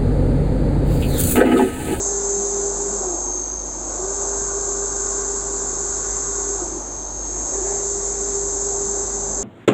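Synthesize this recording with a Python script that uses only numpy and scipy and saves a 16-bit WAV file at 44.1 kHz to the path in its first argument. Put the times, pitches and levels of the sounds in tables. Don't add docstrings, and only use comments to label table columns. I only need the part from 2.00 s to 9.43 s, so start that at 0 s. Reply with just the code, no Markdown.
import sys
import numpy as np
from scipy import signal
from scipy.fft import rfft, irfft, next_fast_len
from scipy.io import wavfile
from scipy.ndimage import uniform_filter1d

SR = 44100
rng = np.random.default_rng(int(sys.argv[2]) if len(sys.argv) > 2 else 0)


def attenuation_scalar(level_db):
    decades = np.asarray(level_db, float) / 20
    return 10 ** decades


def master_out(mix):
    frames = np.transpose(np.atleast_2d(mix))
    ceiling = np.clip(frames, -1, 1)
    pcm = np.round(ceiling * 32767).astype(np.int16)
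    wavfile.write(sys.argv[1], SR, pcm)


N = 327663


def rms_one(x):
    return x / np.sqrt(np.mean(x ** 2) + 1e-20)


def drift(rate_hz):
    r = np.exp(-80 * np.pi * rate_hz / SR)
    noise = rng.standard_normal(N // 40 + 2002)
    slow = signal.lfilter([1], [1, -2 * r, r * r], noise)[2000:]
    return np.interp(np.arange(N) / 40, np.arange(len(slow)), rms_one(slow))


def swells(rows):
    t = np.arange(N) / SR
    return sum(height * np.exp(-((t - s) / length_s) ** 2) for s, height, length_s in rows)


def tone(hz, wander_rad=0.):
    cycles = np.cumsum(hz * np.ones(N)) / SR + rng.random()
    return np.sqrt(2) * np.sin(2 * np.pi * cycles + wander_rad)


def coloured(spectrum, patchy_db, rate_hz, count):
    size = next_fast_len(N)
    log_hz = np.log(np.arange(size // 2 + 1) * SR / size + 1)
    hz, level_db = np.transpose(spectrum)
    points = np.log(hz)
    density = attenuation_scalar(np.interp(log_hz, points, level_db, left=-150))
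    shaped = rfft(rng.standard_normal(size)) * density * np.sqrt(SR / 2)
    centres = np.linspace(points[0], points[-1], count)
    out = np.zeros(N)
    for row in np.eye(count):
        band = irfft(shaped * np.interp(log_hz, centres, row), size)[:N]
        out += band * attenuation_scalar(patchy_db * drift(rate_hz))
    return out


def resonant(modes):
    out = np.zeros(N)
    for hz, width_hz, level_db in modes:
        r = np.exp(-np.pi * max(width_hz, 1) / SR)
        a = [1, -2 * r * np.cos(2 * np.pi * hz / SR), r * r]
        once = signal.lfilter([1, 0, -1], a, rng.standard_normal(N + SR))
        rung = signal.lfilter([1], a, once)
        out += attenuation_scalar(level_db) * rms_one(rung[SR:])
    return out


def level(law, motion):
    db, far_db, away_db, still_db, load_db = law
    speed, place, away, load = motion
    return db + far_db * place + away_db * away + still_db * (1 - speed ** 2) + load_db * load * speed


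# [standstill t/s, braking/s, run-up/s, braking ease exponent, run-up ease exponent]
REVERSALS = [
    (1.58, .61, .58, 1.45, 1.85),
    (5.1, .54, .48, 1.0, 1.35),
]
CREEP = .03
SNAG_S, SNAG_LENGTH_S, SNAG_LOSS = 5.625, .03, .07
RAIL_S = 3.0


def carriage():
    t, speed = np.arange(N) / SR, np.ones(N)
    for s, brake_s, run_up_s, brake_ease, run_up_ease in REVERSALS:
        ramp = np.where(t < s, (s - t) / brake_s, (t - s) / run_up_s)
        slowing = (1 - np.clip(ramp, 0, 1)) ** np.where(t < s, brake_ease, run_up_ease)
        speed = speed - (1 - CREEP) * slowing
    speed = uniform_filter1d(speed - swells([(SNAG_S, SNAG_LOSS, SNAG_LENGTH_S)]), SR // 50)
    away = 1. * (t > REVERSALS[0][0]) * (t < REVERSALS[1][0])
    travel = np.cumsum(speed * (2 * away - 1)) / SR / RAIL_S
    load = uniform_filter1d(np.gradient(speed) * SR, SR // 10)
    return speed, travel - travel.min(), uniform_filter1d(away, SR // 5), load


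# [t/s, level/dB]
BELT_LEVEL = [(0.0, -19), (0.02, -28), (0.66, -25), (0.74, -28), (1.12, -28.5), (1.18, -32), (1.9, -49),
              (2.01, -31), (3.35, -33), (4.14, -38.5), (4.63, -32), (5.01, -42), (5.48, -40.5),
              (5.57, -29.5), (5.88, -31), (6.99, -29), (7.22, -35), (7.43, -34)]
# [t/s, change/dB, length/s]
BELT_JERKS = [(.04, -5, 0.059), (.76, -8, 0.027), (.91, -17, 0.012), (.99, -11, 0.016), (1.21, -5, 0.057),
              (1.28, 1, 0.014), (1.36, 8, .03), (1.78, 13, 0.018), (2.15, -11, 0.018), (2.56, 4.5, 0.019),
              (2.69, 4, 0.015), (2.84, 4, 0.027), (2.89, -9, 0.024), (3.25, 1, 0.23), (3.54, 5, .025),
              (4.3, 3.5, .025), (4.39, 3, 0.023), (4.53, 4, 0.021), (4.59, -7, 0.015), (4.62, 3.5, 0.02),
              (4.7, 5.5, .04), (4.78, 5, 0.026), (5.32, 9, 0.015), (5.71, 5.5, 0.011), (6.15, -4, .04),
              (6.38, 3, .04), (6.7, -1.5, .04), (6.78, 1.5, .03), (7.08, -4.5, .03), (7.37, -9, 0.017),
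              (7.4, 8, 0.016)]
# [f/Hz, width/Hz, level/dB]
FRAME_MODES = [(318, 40, -5), (356, 35, 0), (385, 45, -4)]
TOOTH_HZ, PULLEY_TEETH = 400.1, 13
BELT_FLUTTER_DB = 0.5


def belt(speed):
    level_db = np.interp(np.arange(N) / SR, *np.transpose(BELT_LEVEL))
    level_db = level_db + swells(BELT_JERKS) + BELT_FLUTTER_DB * drift(7)
    heard = np.clip((speed - .8) / .06, 0, 1)
    load = np.clip((1 - speed) / .25, 0, 1) * np.clip(speed / .6, .35, 1)
    depth = .08 + .34 * np.clip((1 - speed) / .03, 0, 1)
    throb = 1 + depth * tone(TOOTH_HZ / PULLEY_TEETH * speed, 1.8 * drift(6))
    mesh = throb * tone(TOOTH_HZ * speed, .25 * drift(12)) * attenuation_scalar(1.2 * drift(22))
    second = attenuation_scalar(-20 + 22 * load) * tone(2 * TOOTH_HZ * speed, 1.1 * drift(9))
    shudder = (0.079 + 0.61 * load * (1 - 1.1 * heard)) * rms_one(resonant(FRAME_MODES))
    return attenuation_scalar(level_db) * (heard * (mesh + second) + shudder)


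# [f/Hz, density/(dB per Hz)]
HISS = [(2400, -52.5), (3000, -43.5), (3700, -27.5), (4600, -25), (5600, -16.5), (6300, -6), (7000, 1),
        (7500, 2.5), (7720, -0.5), (7950, -10.5), (8100, -19.5)]
RUMBLE = [(150, -21), (300, 1.5), (500, 4.5), (800, 5.5), (1000, -4), (1400, -12), (2000, -27), (2600, -29),
          (3600, -46)]
# [f/Hz, width/Hz, level/dB]
COVER_MODES = [(1022, 98, -2.5), (1091, 46, -3), (1117, 15, -2.5), (1189, 60, -1), (1296, 90, -10.5),
               (1452, 50, -4), (1499, 12, -6.5), (1535, 33, -10.5), (1592, 49, -7)]
# [full-speed level/dB, far-end gain/dB, running-away gain/dB, standstill gain/dB, gain/(dB per load)]
HISS_LAW = (-26.5, 1, -0.52, -13, 0.3)
RUMBLE_LAW = (-34.5, -4.5, -2, -7.0, 5.0)
COVER_LAW = (-44.5, -1.5, 6.5, -11, 0.5)
IDLER_LAW = (-45, -9.5, -7.5, -29, -4)
# [t/s, change/dB, length/s]
HISS_SWELLS = [
    (0.0, 1.5, 0.11),
    (.8, -1.2, .15),
    (2.08, 0.5, 0.11),
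    (3.05, 1, 0.22),
    (7.3, -2, .1),
]
RUMBLE_SWELLS = [
    (.05, 3.5, 0.12),
    (2.27, 5.5, 0.11),
    (5.7, 7, 0.12),
]
IDLER_SWELLS = [
    (.2, 6, 0.043),
    (.39, 9, 0.045),
    (.62, 6, 0.091),
    (.9, 13, 0.043),
    (6.88, 7, .04),
    (7.3, 9.5, .17),
]
IDLER_HZ = 204.3


def rail(motion):
    speed, place, away, load = motion
    loaded = speed, place, away, np.abs(load)
    hiss_db = level(HISS_LAW, motion) + swells(HISS_SWELLS) + .4 * drift(4)
    rumble_db = level(RUMBLE_LAW, loaded) + swells(RUMBLE_SWELLS) + 1.1 * drift(4.6)
    cover_db = level(COVER_LAW, loaded) + 1.5 * drift(3.3)
    idler_db = level(IDLER_LAW, motion) + swells(IDLER_SWELLS) + 2.2 * drift(12)
    hiss = attenuation_scalar(hiss_db + 0.8) * rms_one(coloured(HISS, patchy_db=0.86, rate_hz=36, count=16))
    rolling = rms_one(coloured(RUMBLE, patchy_db=2.2, rate_hz=6, count=8))
    rumble = attenuation_scalar(rumble_db - 4.0) * speed ** 0.75 * rolling
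    cover = attenuation_scalar(cover_db - 2.5) * speed * rms_one(resonant(COVER_MODES))
    idler = attenuation_scalar(idler_db - 1.5) * tone(IDLER_HZ * speed, 0.9 * drift(6))
    return hiss + rumble + cover + speed ** 3 * idler


# [multiple of pass rate, level re buzz/dB]
BALL_ORDERS = [(12, -7.5), (13, -11.5), (14, -12), (15, -18)]
# [f/Hz, density/(dB per Hz)]
BUZZ = [(1450, -15), (1650, -2), (2000, -6), (2400, -10), (3100, -19), (3600, -15.5), (4000, -30.5)]
BUZZ_LAW = (-56.5, 5, -1.8, -6.5, 1)
LOWEST_BALL_LAW = (-53.5, -1.5, 2.5, -2, -7.5)
# [t/s, change/dB, length/s]
BUZZ_SWELLS = [
    (.3, 4, .15),
    (4.08, 4.5, 0.2),
    (5.37, 8, 0.055),
    (5.64, 5, .14),
]
LOWEST_SWELL = [
    (.25, 13, .08),
]
BALL_PASS_HZ = 143.2


def balls(motion):
    speed = motion[0]
    buzz_db = level(BUZZ_LAW, motion) + swells(BUZZ_SWELLS) + 1.3 * drift(3.1)
    lowest_db = level(LOWEST_BALL_LAW, motion) + swells(LOWEST_SWELL) + 3 * drift(4.5)
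    lines = np.zeros(N)
    for order, db in BALL_ORDERS:
        pitch_hz = round(order) * BALL_PASS_HZ * speed
        lines += attenuation_scalar(db + 3.0 * drift(6)) * tone(pitch_hz, 1.2 * drift(7))
    lowest = attenuation_scalar(lowest_db - 4.5) * tone(10 * BALL_PASS_HZ * speed, 1.1 * drift(6.1))
    buzz = 0.55 * rms_one(coloured(BUZZ, patchy_db=1.0, rate_hz=9, count=4))
    return attenuation_scalar(buzz_db) * (buzz + speed ** 3 * lines) + speed ** 3 * lowest


# [mains steps from carrier, level/dB]
COMB = [(-3, -47.9), (-2, -49.1), (-1, -44.6), (0, -49.8), (1, -43.4), (2, -41.0), (3, -48.5), (4, -49.7)]
FAINT_LINES = [(-6, -55), (-5, -58), (-4, -51), (5, -58)]
# [t/s, mains steps from carrier, change/dB, length/s]
CRESTS = [(0.1, 1, 14.0, 0.12), (0.3, -1, 11.5, 0.1), (0.39, 2, 11.2, 0.15), (0.44, -2, 15.9, 0.52),
          (0.68, -3, 10.5, 0.25), (1.21, 2, 10.1, 0.27), (1.34, -1, 12.2, 0.28), (1.37, 3, 14.9, 0.9),
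          (1.42, 1, 7.6, 0.26), (1.52, -2, 17.9, 0.35), (2.29, -3, 11.5, 0.29), (2.36, 2, 8.3, 0.28),
          (2.45, -2, 10.6, 0.25), (2.87, -1, 9.2, 0.7), (3.09, 2, 5.3, 0.49), (3.11, 1, 7.0, 0.2),
          (3.2, -2, 12.5, 0.16), (3.85, 1, 7.8, 0.17), (3.95, 2, 7.8, 0.15), (4.1, -2, 15.1, 0.11),
          (4.3, 3, 10.0, 0.35), (4.42, 1, 11.0, 0.28), (4.47, -3, 7.3, 0.39), (5.02, -1, 7.0, 0.15),
          (5.34, 2, 11.1, 0.34), (5.73, -1, 10.9, 0.63), (6.56, 3, 10.9, 0.48), (6.92, -3, 7.9, 0.3),
          (6.93, -2, 14.2, 0.9), (6.94, 0, 10.1, 0.78)]
# [t/s, change/dB, length/s]
COMB_SWELLS = [
    (0.0, 4.5, 0.14),
    (6.15, 2, 0.22),
    (7.4, 3.5, 0.1),
]
CARRIER_HZ, MAINS_HZ = 6403.3, 50.08
COMB_FADE_DB = 0.9


def inverter():
    levels = []
    for step, db in COMB:
        crests = [(s, up_db, length_s) for s, n, up_db, length_s in CRESTS if round(n) == round(step)]
        levels.append((round(step), db + COMB_FADE_DB * drift(1.5) + swells(crests)))
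    levels += [(step, db + 3 * drift(2)) for step, db in FAINT_LINES]
    lines = np.zeros(N)
    for step, db in levels:
        lines += attenuation_scalar(db + 1.3 * drift(4.5)) * tone(CARRIER_HZ + step * MAINS_HZ, 1.44 * drift(1.0))
    return attenuation_scalar(0.47 + swells(COMB_SWELLS)) * lines


# [f/Hz, width/Hz, level/dB]
DRONES = [(262.7, 10, -55.5), (290.8, 5, -57.5), (298.2, 3.6, -51.5), (365.4, 18, -46), (528, 6.1, -53)]
# [f/Hz, wander rate/Hz, level/dB]
LOW_DRONES = [(74.7, 12, -2), (100.6, 3.5, -3.5), (147.8, 9.8, -2)]
# [f/Hz, density/(dB per Hz)]
SHOP_AIR = [(18, -76.5), (60, -75.5), (100, -71.5), (126, -81.5), (170, -71.5), (330, -64.5), (550, -67.5),
            (900, -68), (1300, -76), (2000, -88.5), (2900, -94), (4000, -86.5), (5600, -81.5),
            (6400, -70.5)]
# [t/s, change/dB, length/s]
JOGS = [
    (4.12, 6, .04),
    (4.2, -3, .03),
    (5.42, 4, .06),
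    (5.5, -12, .025),
    (5.6, 4, .06),
    (5.83, -3, .04),
    (6.05, 0.5, .1),
]
SHAFT_HZ, SHAFT_DB = 47.93, -37.5
LOW_DRONE_DB, LOW_DRONE_RISE_DB_PER_S = -54.5, .8


def blower():
    shaft_db = SHAFT_DB + swells(JOGS) + .8 * drift(4)
    low_db = LOW_DRONE_DB + LOW_DRONE_RISE_DB_PER_S * np.arange(N) / SR
    rush = coloured(SHOP_AIR + [(7400, -73.5), (8100, -84)], patchy_db=1.02, rate_hz=5, count=10)
    low = np.zeros(N)
    for hz, rate_hz, db in LOW_DRONES:
        low += attenuation_scalar(db + 2.5 * drift(7.0)) * tone(hz, .5 * drift(rate_hz))
    shaft = attenuation_scalar(shaft_db + 0.96 * drift(25)) * tone(SHAFT_HZ, .15 * drift(1.5))
    return shaft + attenuation_scalar(low_db) * low + resonant(DRONES) + rush


def scene():
    motion = carriage()
    mix = belt(motion[0]) + rail(motion) + balls(motion) + inverter() + blower()
    return mix[None, :]


def band_limit(x):
    return signal.sosfilt(signal.butter(12, 9030, fs=SR, output="sos"), x)


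# [f/Hz, level/dB]
MIRROR = [(8000, -1), (8250, -14.5), (8420, -29.5), (8520, -36.5), (8570, -89)]
RECORDER_RATE_HZ = 16000


def record(dry):
    size = next_fast_len(N)
    hz = np.arange(size // 2 + 1) * SR / size
    below = hz < RECORDER_RATE_HZ / 2
    kept = irfft(rfft(dry, size) * below, size)
    folded = kept * 2 * np.cos(2 * np.pi * RECORDER_RATE_HZ * np.arange(size) / SR)
    fade = attenuation_scalar(np.interp(hz, *np.transpose(MIRROR), right=-200))
    mirror = irfft(rfft(folded) * ~below * fade, size)
    return band_limit((kept + mirror)[:, :N])


dry = scene()
out = record(dry)
master_out(out)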